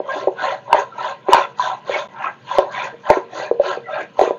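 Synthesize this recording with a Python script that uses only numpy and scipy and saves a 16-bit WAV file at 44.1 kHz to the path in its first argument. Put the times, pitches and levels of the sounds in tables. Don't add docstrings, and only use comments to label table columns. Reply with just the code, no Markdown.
import sys
import numpy as np
from scipy import signal
from scipy.fft import rfft, irfft, next_fast_len
from scipy.io import wavfile
from scipy.ndimage import uniform_filter1d

SR = 44100
rng = np.random.default_rng(int(sys.argv[2]) if len(sys.argv) > 2 else 0)


def bounce(signal):
    frames = np.transpose(np.atleast_2d(signal))
    limited = np.clip(frames, -1, 1)
    pcm = np.round(limited * 32767).astype(np.int16)
    wavfile.write(sys.argv[1], SR, pcm)


N = 193334

# low_hz, high_hz
BUBBLE_RANGES = [(300, 750), (750, 1300), (1300, 2800), (2800, 7200)]
# fastest_s, rise_s, fall_s, froth_delay_s, slosh_db, splash_db, fine_db, froth_db
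CHURN_STROKES = [ (0.16, 0.086, .078, .014, -25, -31, -37, -38.5),
                 (0.473, 0.067, 0.078, -0.0026, -27, -25.5, -28.5, -33.5),
                 (0.77, 0.059, 0.051, 0.016, -21.5, -19.5, -26.5, -35.5),
                 (1.062, 0.073, 0.059, 0.011, -29.5, -25.5, -32.5, -36),
                 (1.352, 0.052, 0.072, 0.011, -21.5, -17.5, -20.5, -31.5),
                 (1.647, 0.038, 0.093, -0.015, -35, -22, -31, -32),
                 (1.954, 0.064, 0.071, 0.0031, -26.5, -26.5, -28.5, -31.5),
                 (2.265, 0.088, 0.047, 0.00066, -38, -28, -30.5, -49.5),
                 (2.586, 0.061, 0.087, -0.048, -27, -23, -34, -36),
                 (2.803, 0.07, 0.085, -0.0038, -36.5, -26.5, -27.5, -36),
                 (3.126, 0.049, 0.067, -0.013, -25, -23, -27, -37.5),
                 (3.405, 0.064, 0.064, 0.0024, -27.5, -29.5, -33, -37),
                 (3.686, .052, 0.069, 0.0023, -25.5, -27.5, -28, -33.5),
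                 (3.975, .066, .05, .02, -24.5, -37, -28, -45),
                 (4.226, 0.037, 0.069, 0.004, -24.5, -23.5, -33, -35.5)]


def swish(swarms_per_s_at_1khz=130, cycles=28, size_db=3, spray_db=-9, lumpy_db=3.0, lumps_per_s=90,
          surge_s=0.031, overlap=1.168):
    # pitch_hz, relative level_db per Hz
    liquid_colour = [(260, -21.5), (360, -12), (480, -14), (570, 1), (720, -5.5), (840, -6.5), (1030, 2.5),
                     (1170, -17.5), (1350, -11), (2100, -22), (4200, -30), (5200, -49.5), (6500, -35.5),
                     (7400, -49.5)]
    out = np.zeros(N)
    lumps = waver(np.arange(N) / SR, lumps_per_s)
    for size, (low, high) in enumerate(BUBBLE_RANGES):
        swarms_per_s = swarms_per_s_at_1khz * np.sqrt(high / 1000)
        spray = from_db(spray_db) * rng.standard_normal(N)
        cloud = spray + bubbles(low / overlap, high * overlap, swarms_per_s, cycles, size_db)
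        cloud = band(coloured(cloud, liquid_colour), [low, high], "band", order=3)
        cloud = cloud * from_db(lumpy_db * lumps / (1 + size))
        power = uniform_filter1d(cloud ** 2, int(surge_s * SR))
        out += surge(size) * cloud / np.sqrt(np.abs(power) + 1e-12)
    return out


def bubbles(low, high, per_s, cycles, size_db, swarm_db=4.5, swarm_s=.035, count=14):
    out, span = np.zeros(N), SR // 8
    for start, pitch, strength in rng.random((int(per_s * N / SR), 3)):
        hz = low + (high - low) * pitch
        births = np.zeros(span)
        at = (rng.random(count) * min(swarm_s * SR, span / 2)).astype(int)
        births[at] = from_db(size_db * rng.standard_normal(count)) * rng.choice([-1, 1], count)
        gain = from_db(-swarm_db * np.log(max(strength, np.exp(-np.pi))))
        add(out, gain * rms_one(resonate(births, hz, cycles / hz)), start * N / SR)
    return rms_one(out)


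def surge(size, rise_roundness=2.27, fall_roundness=2.26, wash_db=-19.5, wash_length=1.52):
    # length factor, lag_s, level between strokes_db
    size_response = [(1.2, 0.0018, -62.5), (1.223, -0.0025, -60), (1.073, -0.0017, -56),
                     (1.032, -0.007, -60.5)]
    stretch, lag, between_db = size_response[size]
    fineness = size / (len(BUBBLE_RANGES) - 1)
    frames = np.arange(0, N, 32)
    t, power = frames / SR - lag, from_db(between_db) ** 2
    for s, rise, fall, froth_delay, *levels_db in CHURN_STROKES:
        since = t - s - fineness * froth_delay
        away = np.maximum(-since / rise, since / fall) / stretch
        roundness = np.where(since < 0, rise_roundness, fall_roundness)
        spin_shape_db = -10 * np.minimum(away, 10) ** roundness
        wash_shape_db = wash_db - 10 * np.minimum(away / wash_length, 10) ** 2
        power = power + from_db(levels_db[size] + np.maximum(spin_shape_db, wash_shape_db)) ** 2
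    return np.interp(np.arange(N), frames, np.sqrt(power))


def gurgles(tremble=0.025, trembles_per_s=300, flutter_db=6.0, glide_octaves_per_s=.9):
    # middle_s, level_db before flutter and mix, mid-glide pitch_hz, length_s
    clear_gurgles = [ (0.119, -31, 1617, 0.067), (0.411, -25.5, 1464, 0.083), (0.447, -18.5, 756, 0.035),
                     (0.501, -26.5, 556.6, 0.096), (0.937, -37, 1330, 0.055), (1.003, -26, 1333, 0.047),
                     (1.05, -23, 982, .04), (1.437, -31, 3513, 0.019), (1.444, -19.5, 1384, 0.029),
                     (1.648, -24.5, 1528, 0.06), (1.723, -22.5, 755.5, 0.034), (1.949, -22.5, 2220, 0.046),
                     (2.237, -27, 1680, .04), (2.272, -19, 1310, 0.036), (2.853, -31, 546, 0.056),
                     (2.941, -28, 465, .035), (3.069, -23, 996, .025), (3.108, -8.5, 883.2, .028),
                     (3.467, -41, 1693, .08), (3.869, -38.5, 1985, 0.066), (3.889, -29, 753, 0.033),
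                     (3.897, -33, 1314, 0.08), (3.943, -40, 3630, 0.071)]
    out, t = np.zeros(N), np.arange(SR // 8) / SR
    for s, db, hz, length in clear_gurgles + small_gurgles():
        glide = glide_octaves_per_s * rng.standard_normal()
        swell = np.sin(np.pi * np.minimum(t / length, 1))
        level = from_db(db + flutter_db * waver(t, trembles_per_s))
        pitch = hz * 2 ** (glide * (t - length / 2)) * (1 + tremble * waver(t, trembles_per_s))
        add(out, swell * level * tone(pitch), s - length / 2)
    return out


def small_gurgles(count=2, below_fine_db=-3, length_s=0.02, low_hz=1097, high_hz=2390):
    rows = []
    for s, rise, fall, *_, fine_db, froth_db in CHURN_STROKES:
        for when, pitch in rng.random((count, 2)):
            middle_s = s - rise + when * (rise + fall)
            rows.append((middle_s, fine_db + below_fine_db, low_hz * (high_hz / low_hz) ** pitch, length_s))
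    return rows


def gulps(tremble=0.02, trembles_per_s=350, lowest_hz=290, spatter_db=-10, spatter_above_db=2,
          spatter_hz=4300):
    # start_s, peak level_db before the mix, pitch_hz, swell_s, t60_s
    gulp_pulses = [ (0.001, -5.5, 504, 0.0016, 0.0083), (0.088, -17, 1070, .002, 0.081),
                   (0.241, -14.5, 538, 0.0015, 0.022), (0.2707, 0, 537, 0.0042, 0.006),
                   (0.2775, -6, 385, .0015, 0.034), (0.281, -10, 826, 0.0025, .018),
                   (0.44, -15.5, 1024, .0016, 0.062), (0.522, -12.5, 720, 0.0054, .018),
                   (0.677, -25, 930, 0.0032, .04), (0.7285, 7, 947, 0.00096, 0.024),
                   (0.7455, 2, 627, 0.0011, .013), (0.981, -20.5, 910, 0.0018, 0.061),
                   (1.285, 0, 550, 0.00092, 0.0035), (1.290, -1.5, 409, 0.00065, 0.03),
                   (1.324, -1.5, 938, .0018, 0.028), (1.331, 10, 981, 0.0023, 0.028),
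                   (1.3445, 8.5, 863, 0.0013, 0.0094), (1.388, -13, 1000, 0.00082, 0.019),
                   (1.595, -6, 1005, 0.0017, .064), (1.895, -6.5, 530, 0.00077, 0.034),
                   (1.960, -7, 615, 0.0016, 0.021), (2.243, -13, 1073, 0.0015, 0.047),
                   (2.512, -13, 998, 0.0024, 0.042), (2.5835, 5.5, 570, 0.002, 0.008),
                   (2.589, 3, 596, 0.0019, 0.015), (3.1007, 6.5, 560, 0.0014, 0.014),
                   (3.107, -.5, 500, 0.0022, 0.018), (3.112, 1, 486, 0.0027, 0.012),
                   (3.1698, -3.5, 378, 0.00081, 0.026), (3.512, 0.5, 462, 0.0012, 0.038),
                   (3.5965, 0.5, 567, 0.0029, 0.039), (3.7725, -12.5, 467, 0.00087, 0.034),
                   (4.191, 3.5, 665, 0.0025, 0.0076), (4.2115, 3, 699, .0019, .02),
                   (4.2156, -1, 405, 0.0026, 0.03), (4.235, -4, 450, 0.0026, 0.019),
                   (4.2749, -4, 450, 0.00078, 0.02), (4.307, -1, 510, 0.0016, 0.0082)]
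    out, t = np.zeros(N), np.arange(SR // 8) / SR
    for s, db, hz, swell, t60 in gulp_pulses:
        onset = np.sin(np.pi / 2 * np.minimum(t / swell, 1)) ** 2
        size = from_db(db) * onset * np.exp(-np.log(1000) * np.maximum(t - swell, 0) / t60)
        tear = np.maximum(size - from_db(spatter_above_db), 0)
        spatter = from_db(spatter_db) * tear * rms_one(band(rng.standard_normal(len(t)), spatter_hz, "low"))
        knock = size * tone(hz * (1 + tremble * waver(t, trembles_per_s)))
        add(out, knock + spatter, s)
    return band(out, lowest_hz, "high", order=4)


def pot(x, lowest_hz=280):
    # pitch_hz, gain_db before the low cut, t60_s
    pot_modes = [(371.5, -1.5, 0.16), (469, -1, 0.75), (556.3, -2.5, 0.037), (770, -23, 0.39),
                 (744, -4.5, 0.081), (922, -3, 0.12), (993, 0, 0.33), (1053, -5, 0.074), (1270, -13, 0.11),
                 (1300, -15.5, 0.36), (1595, 2.5, 0.052), (1943, 2.5, 0.07), (2090, -22, 0.28),
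                 (2580, -29, 0.043), (2555, -5.5, 0.023), (3530, 4, 0.12), (4410, -4.5, 0.076)]
    ringing = sum(from_db(db) * resonate(x, hz, t60) for hz, db, t60 in pot_modes)
    return band(ringing, lowest_hz, "high", order=2)


def kitchen(x, first_echo_s=0.0018, t60_s=0.24):
    t = np.arange(SR // 2) / SR
    echoes = rng.standard_normal(len(t)) * np.exp(-np.log(1000) * t / t60_s) * (t > first_echo_s)
    return signal.fftconvolve(x, echoes / np.sqrt(np.sum(echoes ** 2)))[:N]


def ambience():
    # pitch_hz, relative level_db per Hz
    room_colour = [(30, -55.5), (70, -34.5), (100, -6.5), (128, 6), (165, -3.5), (200, 2.5), (260, -5),
                   (500, -4.5), (1000, -30.5), (3000, -19.5), (7000, -42.5)]
    return coloured(rng.standard_normal(N), room_colour)


def from_db(db):
    return 10 ** (np.asarray(db) / 20)


def rms_one(x):
    return x / np.sqrt(np.mean(x ** 2) + 1e-20)


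def coloured(x, spectrum):
    hz, db = np.transpose(spectrum)
    size = next_fast_len(N)
    bins = np.maximum(np.fft.rfftfreq(size, 1 / SR), 1)
    gain = from_db(np.interp(np.log(bins), np.log(hz), db))
    return rms_one(irfft(rfft(x, size) * gain, size)[:N])


def band(x, edges, kind, order=4):
    return signal.sosfilt(signal.butter(order, edges, kind, fs=SR, output="sos"), x)


def resonate(x, hz, t60):
    r = np.exp(-np.log(1000) / (t60 * SR))
    feedback = [1, -2 * r * np.cos(2 * np.pi * hz / SR), r * r]
    return signal.lfilter([(1 - r * r) / 2, 0, -(1 - r * r) / 2], feedback, x + 1e-18)


def add(out, sound, s):
    start = max(int(s * SR), 0)
    out[start:start + len(sound)] += sound[:N - start]


def tone(hz):
    return np.sin(2 * np.pi * np.cumsum(hz) / SR)


def waver(t, rate):
    return np.interp(t * rate, np.arange(len(t)), rng.standard_normal(len(t)))


def scene(swish_db=-1.5, gurgle_db=-2, gulp_db=-1, swish_ring_db=-1, gulp_ring_db=0, kitchen_db=-10.5,
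          ambience_db=-49):
    liquid = from_db(swish_db) * swish() + from_db(gurgle_db) * gurgles()
    knocks = from_db(gulp_db) * gulps()
    ringing = pot(from_db(swish_ring_db) * liquid + from_db(gulp_ring_db) * knocks)
    near = liquid + knocks + ringing
    return (near + from_db(kitchen_db) * kitchen(near) + from_db(ambience_db) * ambience())[None]


def record(dry, lopsided=0.036, hiss_db=-87.5, mic_top_hz=7250, cutoff_hz=16000):
    # from_s, to_s
    brief_dip = (2.076, 2.085)
    t = np.arange(N) / SR
    level = uniform_filter1d(1.0 * ((t < brief_dip[0]) | (t > brief_dip[1])), size=64)
    heard = signal.sosfilt(signal.ellip(8, .5, 60, mic_top_hz, fs=SR, output="sos"), dry * level)
    hiss = from_db(hiss_db) * rng.standard_normal(dry.shape)
    flat = np.clip(heard + hiss, -1, 1)
    overloaded = flat + lopsided * flat ** 2
    return signal.sosfilt(signal.ellip(8, .1, 70, cutoff_hz, fs=SR, output="sos"), overloaded)


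dry = scene()
out = record(dry)
bounce(out)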